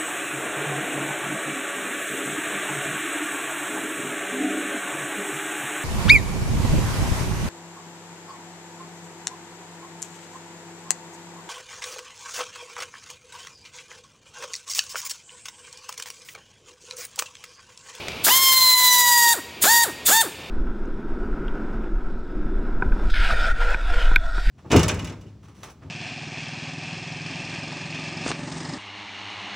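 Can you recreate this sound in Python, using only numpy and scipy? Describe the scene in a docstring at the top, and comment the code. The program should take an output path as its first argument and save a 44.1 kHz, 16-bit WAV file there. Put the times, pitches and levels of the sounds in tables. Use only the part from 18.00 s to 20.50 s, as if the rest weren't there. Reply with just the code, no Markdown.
"""Factory hall, microphone close to a hose-fed air tool. Machinery hums in the background and plastic
wrap ticks. The trigger is then pulled three times, one long burst and two short. Each time air hisses
from the valve, the rotor chatters into motion and its vanes whine, sagging under load; the valve shuts
with a puff and the rotor coasts down. The hall rings on, and the gain control on the microphone,
pushed down by each burst, slowly lets the background back up."""
import sys
import numpy as np
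from scipy import signal
from scipy.fft import rfft, irfft, next_fast_len
from scipy.io import wavfile
from scipy.ndimage import uniform_filter1d, map_coordinates

SR = 44100
rng = np.random.default_rng(int(sys.argv[2]) if len(sys.argv) > 2 else 0)


def wav_out(sig):
    """Save sig, one row per channel (or a flat mono array), as 16-bit PCM at SR to the path in sys.argv[1]."""
    wavfile.write(sys.argv[1], SR, np.round(np.clip(np.atleast_2d(sig).T, -1, 1) * 32767).astype(np.int16))


N = 110250

# Colour of the hall's background: freq_hz, level_db
HALL_COLOUR = [(15, -50), (25, -36), (76, -2), (195, -2.5), (309, -4.5), (363, 1), (394, -2), (754, -7.5),
               (936, -8.5), (1650, -13.5), (1890, -14.5), (2350, -3.5), (5140, -16), (5730, -19.5),
               (6210, -21.5), (7510, -26), (16000, -37)]
# Ticks of the plastic wrap: start_s, level_db
WRAP_TICKS = [(.069, -42), (0.0835, -17), (0.0878, -27), (.1195, -30)]
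# Colour of a tick: freq_hz, level_db
TICK_COLOUR = [(300, -5), (2000, -1), (4000, 0), (6000, -3.5), (10000, -25), (16000, -28)]
# Trigger pulls: valve_opens_s, rotor_frees_s, valve_closes_s, hiss_db, whine_db
TRIGGER_PULLS = [(.248, 0.262, 1.331, 3, 2.5), (1.622, 1.637, 1.837, 2, 0.5),
                 (2.061, 2.081, 2.214, 2.5, 2.5)]
# Colour of the air spitting through the valve: freq_hz, level_db
SPIT_COLOUR = [(200, -32), (2500, -9), (3800, 3), (5500, -12), (8500, 9), (13000, -6), (16000, 3.5)]
# Colour of the exhaust jet: freq_hz, level_db
JET_COLOUR = [(100, -24), (500, -16), (900, -12), (1150, -14), (1450, -9.5), (1900, -7.5), (2400, -13),
              (2900, -11), (3500, 2.5), (3900, -5), (4400, -4), (4850, -2.5), (5500, -5), (6200, -2),
              (7100, -4), (8200, -4), (9500, -2.5), (12000, 1), (14000, 1.5), (15500, 3)]
# Colour of the vanes chattering at low speed: freq_hz, level_db
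CHATTER_COLOUR = [(80, -30), (170, -11), (300, 2), (550, -5), (900, -1), (1450, 4), (2200, -6),
                  (3000, -6.5), (4500, -5), (9000, -11.5), (16000, -26)]
# Vane rate that the rotor settles to: time_s, pitch_hz
VANE_RATE = [(.3, 1069), (.42, 1063), (.68, 1023), (1.0, 983.9), (1.16, 957.8), (1.33, 929.4),
             (1.72, 948.7), (1.83, 931), (2.14, 926), (2.22, 903)]
# Colour of the whine on its way out of the exhaust and past the bale: freq_hz, level_db
WHINE_COLOUR = [(880, -22.5), (940, -18.5), (1000, -21), (1060, -25), (1810, -22.5), (1910, -17),
                (2020, -23), (2130, -25.5), (2700, -35.5), (3070, -35.5), (3150, -22), (3620, -21),
                (3820, -32), (3960, -17.5), (4120, -13), (4260, -29), (4530, -30), (4800, -21.5),
                (5090, -35.5), (5300, -24.5), (5440, -38), (5630, -31), (5820, -33.5), (5960, -20.5),
                (6110, -35), (6300, -30.5), (6700, -26.5), (7200, -29.5), (7650, -32.5), (8150, -34.5),
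                (8500, -36), (9500, -45.5), (12000, -33)]
# Colour of the hiss that grows as load slows the rotor: freq_hz, level_db
LOAD_HISS_COLOUR = [(3000, -37), (6000, -27), (6600, -4.5), (7150, -1), (8200, -7), (9200, -14),
                    (15000, -38)]
# Colour of the coasting rotor in its housing: freq_hz, level_db
HOUSING_COLOUR = [(250, 0), (600, -1), (1000, -3), (1550, 5), (2000, -3), (2500, -12), (5000, -20)]
# Reverberation time of the hall: freq_hz, t60_s
HALL_DECAY = [(200, 0.94), (1000, 0.8), (3500, 0.99), (8000, 0.64), (15000, 0.51)]
# Stereo spread of hiss, room tone and echoes, nearly mono, wider in the top treble: freq_hz, side_db
STEREO_SPREAD = [(100, -32), (400, -37), (1000, -51), (3000, -50), (7000, -40), (9500, -14.5),
                 (15000, -10.5)]

HALL_DB, HUM_HZ, HUM_DB, TICK_S = -34.5, 73, -52, .0013
OPEN_S, VENT_S = .0031, .007  # the valve opens; the chamber empties
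SPIT_DB, SPIT_S, PUFF_DB, PUFF_S = -9, .016, -9, .008  # first rush; the closing valve throttles the air
JET_DB, JET_PULSING, JET_FLUTTER_DB = -13, .31, 2.38
CHATTER_DB, CHATTER_S, COAST_RATTLE_DB = -7, .02, -29
KNOCKS_PER_S, KNOCK_DB = 220, 3.5  # lumpiness of the chatter
SPIN_UP_S, RUN_ON_S, COAST_S = .0215, .002, .054  # the rotor gains speed, holds it briefly, runs down
JITTER, SPUTTER, SPUTTER_DB = .0012, .05, 8  # unsteady speed; unsteady speed and level when slow
WHINE_DB, WAVER_DB, SHIMMER_DB = 6, 1.1, 1.5  # all orders waver; the upper ones also shimmer
BUILD_UP, BRIGHTEN = 2.0, .55  # exponent of the whine's growth with speed; extra per order
LOAD_HISS_DB, FULL_LOAD_HZ, LOAD_DB_PER_HZ = -19.5, 958, .06
COAST_DB, COAST_DB_PER_ORDER = -25, -3.5
STALL_SPEED = .25  # share of full speed where the vanes drop in
NEAR_WET_DB, NEAR_T60_S, HALL_WET_DB = -8.5, .22, -20.5
AGC_THRESHOLD_DB, AGC_WINDOW_S, AGC_RELEASE_DB_PER_S, TOP_HZ = -12, .0096, 9.5, 15780


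def amp(db):
    """Decibels to gain."""
    return 10 ** (np.asarray(db) / 20)


def unit(x):
    """Scale to rms 1."""
    return x / np.sqrt(np.mean(x ** 2) + 1e-20)


def along(points, hz):
    """Read (freq_hz, value) points on a log frequency axis."""
    freqs, values = np.transpose(points)
    return np.interp(np.log(hz + 1), np.log(np.sort(freqs) + 1), values)


def wobble(rate):
    """A smooth random curve, rate knots a second."""
    return map_coordinates(rng.standard_normal(int(N * rate / SR) + 4), [np.arange(N) * rate / SR])


def filtered(x, response):
    """Filter x by a gain that depends on frequency."""
    size = next_fast_len(N + 8192)
    return irfft(rfft(x, size) * response(np.fft.rfftfreq(size, 1 / SR)), size)[..., :N]


def spread(pair):
    """Two unrelated signals to left and right: nearly mono, a little wider in the top treble."""
    mid, side = pair[0], filtered(pair[1], lambda hz: amp(along(STEREO_SPREAD, hz)))
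    return np.array([mid + side, mid - side])


def noise(colour):
    """Coloured stereo noise of rms 1."""
    return unit(spread(filtered(rng.standard_normal((2, N)), lambda hz: amp(along(colour, hz)))))


def fade(t, start, life):
    """1 until start, then an exponential fall."""
    return np.exp(-np.maximum(t - start, 0) / life)


def machinery():
    """Room tone of the hall: steady noise and a wavering low hum."""
    phase = 2 * np.pi * HUM_HZ * np.arange(N) / SR + 0.5 * wobble(8)
    return amp(HALL_DB) * noise(HALL_COLOUR) + amp(HUM_DB + 2 * wobble(7.7)) * np.sin(phase)


def plastic_wrap():
    """Short dry ticks of plastic film near the microphone."""
    t = np.arange(N) / SR
    ticks = sum(amp(db) * (t >= start) * fade(t, start, TICK_S) for start, db in WRAP_TICKS)
    return noise(TICK_COLOUR) * ticks


def exhaust_jet(flow, phase, settled_hz):
    """Escaping air, chopped by the vanes; a second hiss grows as load slows the rotor."""
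    chop = 1 + JET_PULSING * np.cos(phase)
    flutter = amp(JET_FLUTTER_DB * wobble(45.07))
    load = amp(LOAD_HISS_DB - LOAD_DB_PER_HZ * np.maximum(settled_hz - FULL_LOAD_HZ, 0))
    return flow * chop * flutter * (amp(JET_DB) * noise(JET_COLOUR) + load * noise(LOAD_HISS_COLOUR))


def vane_chatter(envelope):
    """The vanes rattle in uneven knocks as the rotor starts, and faintly as it coasts."""
    return envelope * unit(amp(KNOCK_DB * wobble(KNOCKS_PER_S))) * noise(CHATTER_COLOUR)


def rotor_whine(phase, hz, settled_hz, speed, drive, coast):
    """Vane pulses as a stack of orders: bright at full speed, dull when starting or coasting."""
    out = np.zeros(N)
    for order in np.arange(1, 13):
        level_db = WHINE_DB + along(WHINE_COLOUR, order * settled_hz) + WAVER_DB * wobble(24.92)
        level_db += SHIMMER_DB * np.log2(order) / 2 * wobble(70)
        level_db += SPUTTER_DB * np.clip(1 - speed, 0, 1) * wobble(KNOCKS_PER_S)
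        growth = np.clip(speed, 1e-6, 1) ** (BUILD_UP + BRIGHTEN * (order - 1))
        driven = amp(level_db) * drive * growth
        coast_db = COAST_DB + COAST_DB_PER_ORDER * (order - 1) + along(HOUSING_COLOUR, order * hz)
        freewheeling = amp(coast_db + 2 * wobble(90)) * coast
        out += (driven + freewheeling) * np.sin(order * phase + rng.uniform(0, 2 * np.pi))
    return out


def air_tool():
    """Pressure from the valve feeds the jet and spins the rotor; returns (whine, rush of noise)."""
    t = np.arange(N) / SR
    speed, flow, drive, coast, spit, chatter = np.zeros((6, N))
    for opens, frees, closes, hiss_db, whine_db in TRIGGER_PULLS:
        pressure = (1 + np.tanh((t - opens) / (2 * OPEN_S))) / 2 * fade(t, closes, VENT_S)
        spin = (1 - fade(t, frees, SPIN_UP_S)) * fade(t, closes + RUN_ON_S, COAST_S)
        coasting = (1 - fade(t, closes, VENT_S)) * np.clip((spin - STALL_SPEED) / .08, 0, 1)
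        speed += spin
        flow += amp(hiss_db) * pressure
        drive += amp(whine_db) * pressure * (t > frees)
        coast += coasting
        spit += amp(SPIT_DB) * pressure * fade(t, opens, SPIT_S)
        spit += amp(PUFF_DB) * np.exp(-((t - closes) / PUFF_S) ** 2)
        chatter += amp(CHATTER_DB) * np.clip((t - frees) / .006, 0, 1) * fade(t, frees, CHATTER_S)
        chatter += amp(COAST_RATTLE_DB) * coasting * spin
    settled_hz = np.interp(t, *np.transpose(VANE_RATE))
    unsteadiness = JITTER + SPUTTER * np.abs(1 - speed) * drive
    hz = settled_hz * speed * (1 + unsteadiness * wobble(150))
    phase = 2 * np.pi * np.cumsum(hz) / SR
    rush = exhaust_jet(flow, phase, settled_hz) + vane_chatter(chatter)
    whine = rotor_whine(phase, hz, settled_hz, speed, drive, coast)
    return whine, rush + spit * noise(SPIT_COLOUR)


def reflections(x, t60s):
    """Sound back off the walls: a diffuse tail in which each frequency dies at its own speed."""
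    hz, t, spectra = signal.stft(rng.standard_normal((2, SR)), SR, nperseg=256)
    tail = signal.istft(spectra * amp(-60 * t / along(t60s, hz)[:, None]), SR, nperseg=256)[1]
    delayed = np.pad(x.mean(axis=0), (256, 0))[None]
    wet = signal.fftconvolve(delayed, tail / np.linalg.norm(tail[0]), axes=1)
    return spread(wet[:, :N])


def scene():
    """Close up, the whine arrives direct; air and ticks also scatter off the baler; the hall answers."""
    whine, rush = air_tool()
    noises = rush + plastic_wrap()
    near = whine + noises + amp(NEAR_WET_DB) * reflections(noises, [(1000, NEAR_T60_S)])
    return near + amp(HALL_WET_DB) * reflections(near, HALL_DECAY) + machinery()


def record(dry):
    """Behind the microphone: gain control that ducks fast and recovers slowly, then the band limit."""
    power = np.abs(uniform_filter1d(np.mean(dry ** 2, axis=0), int(AGC_WINDOW_S * SR)))
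    over_db = np.maximum(10 * np.log10(power + 1e-12) - AGC_THRESHOLD_DB, 0)
    release_db = AGC_RELEASE_DB_PER_S * np.arange(N) / SR
    duck_db = uniform_filter1d(np.maximum.accumulate(over_db + release_db) - release_db, size=128)
    return filtered(dry * amp(-duck_db), lambda hz: hz < TOP_HZ)


dry = scene()
out = record(dry)
wav_out(out)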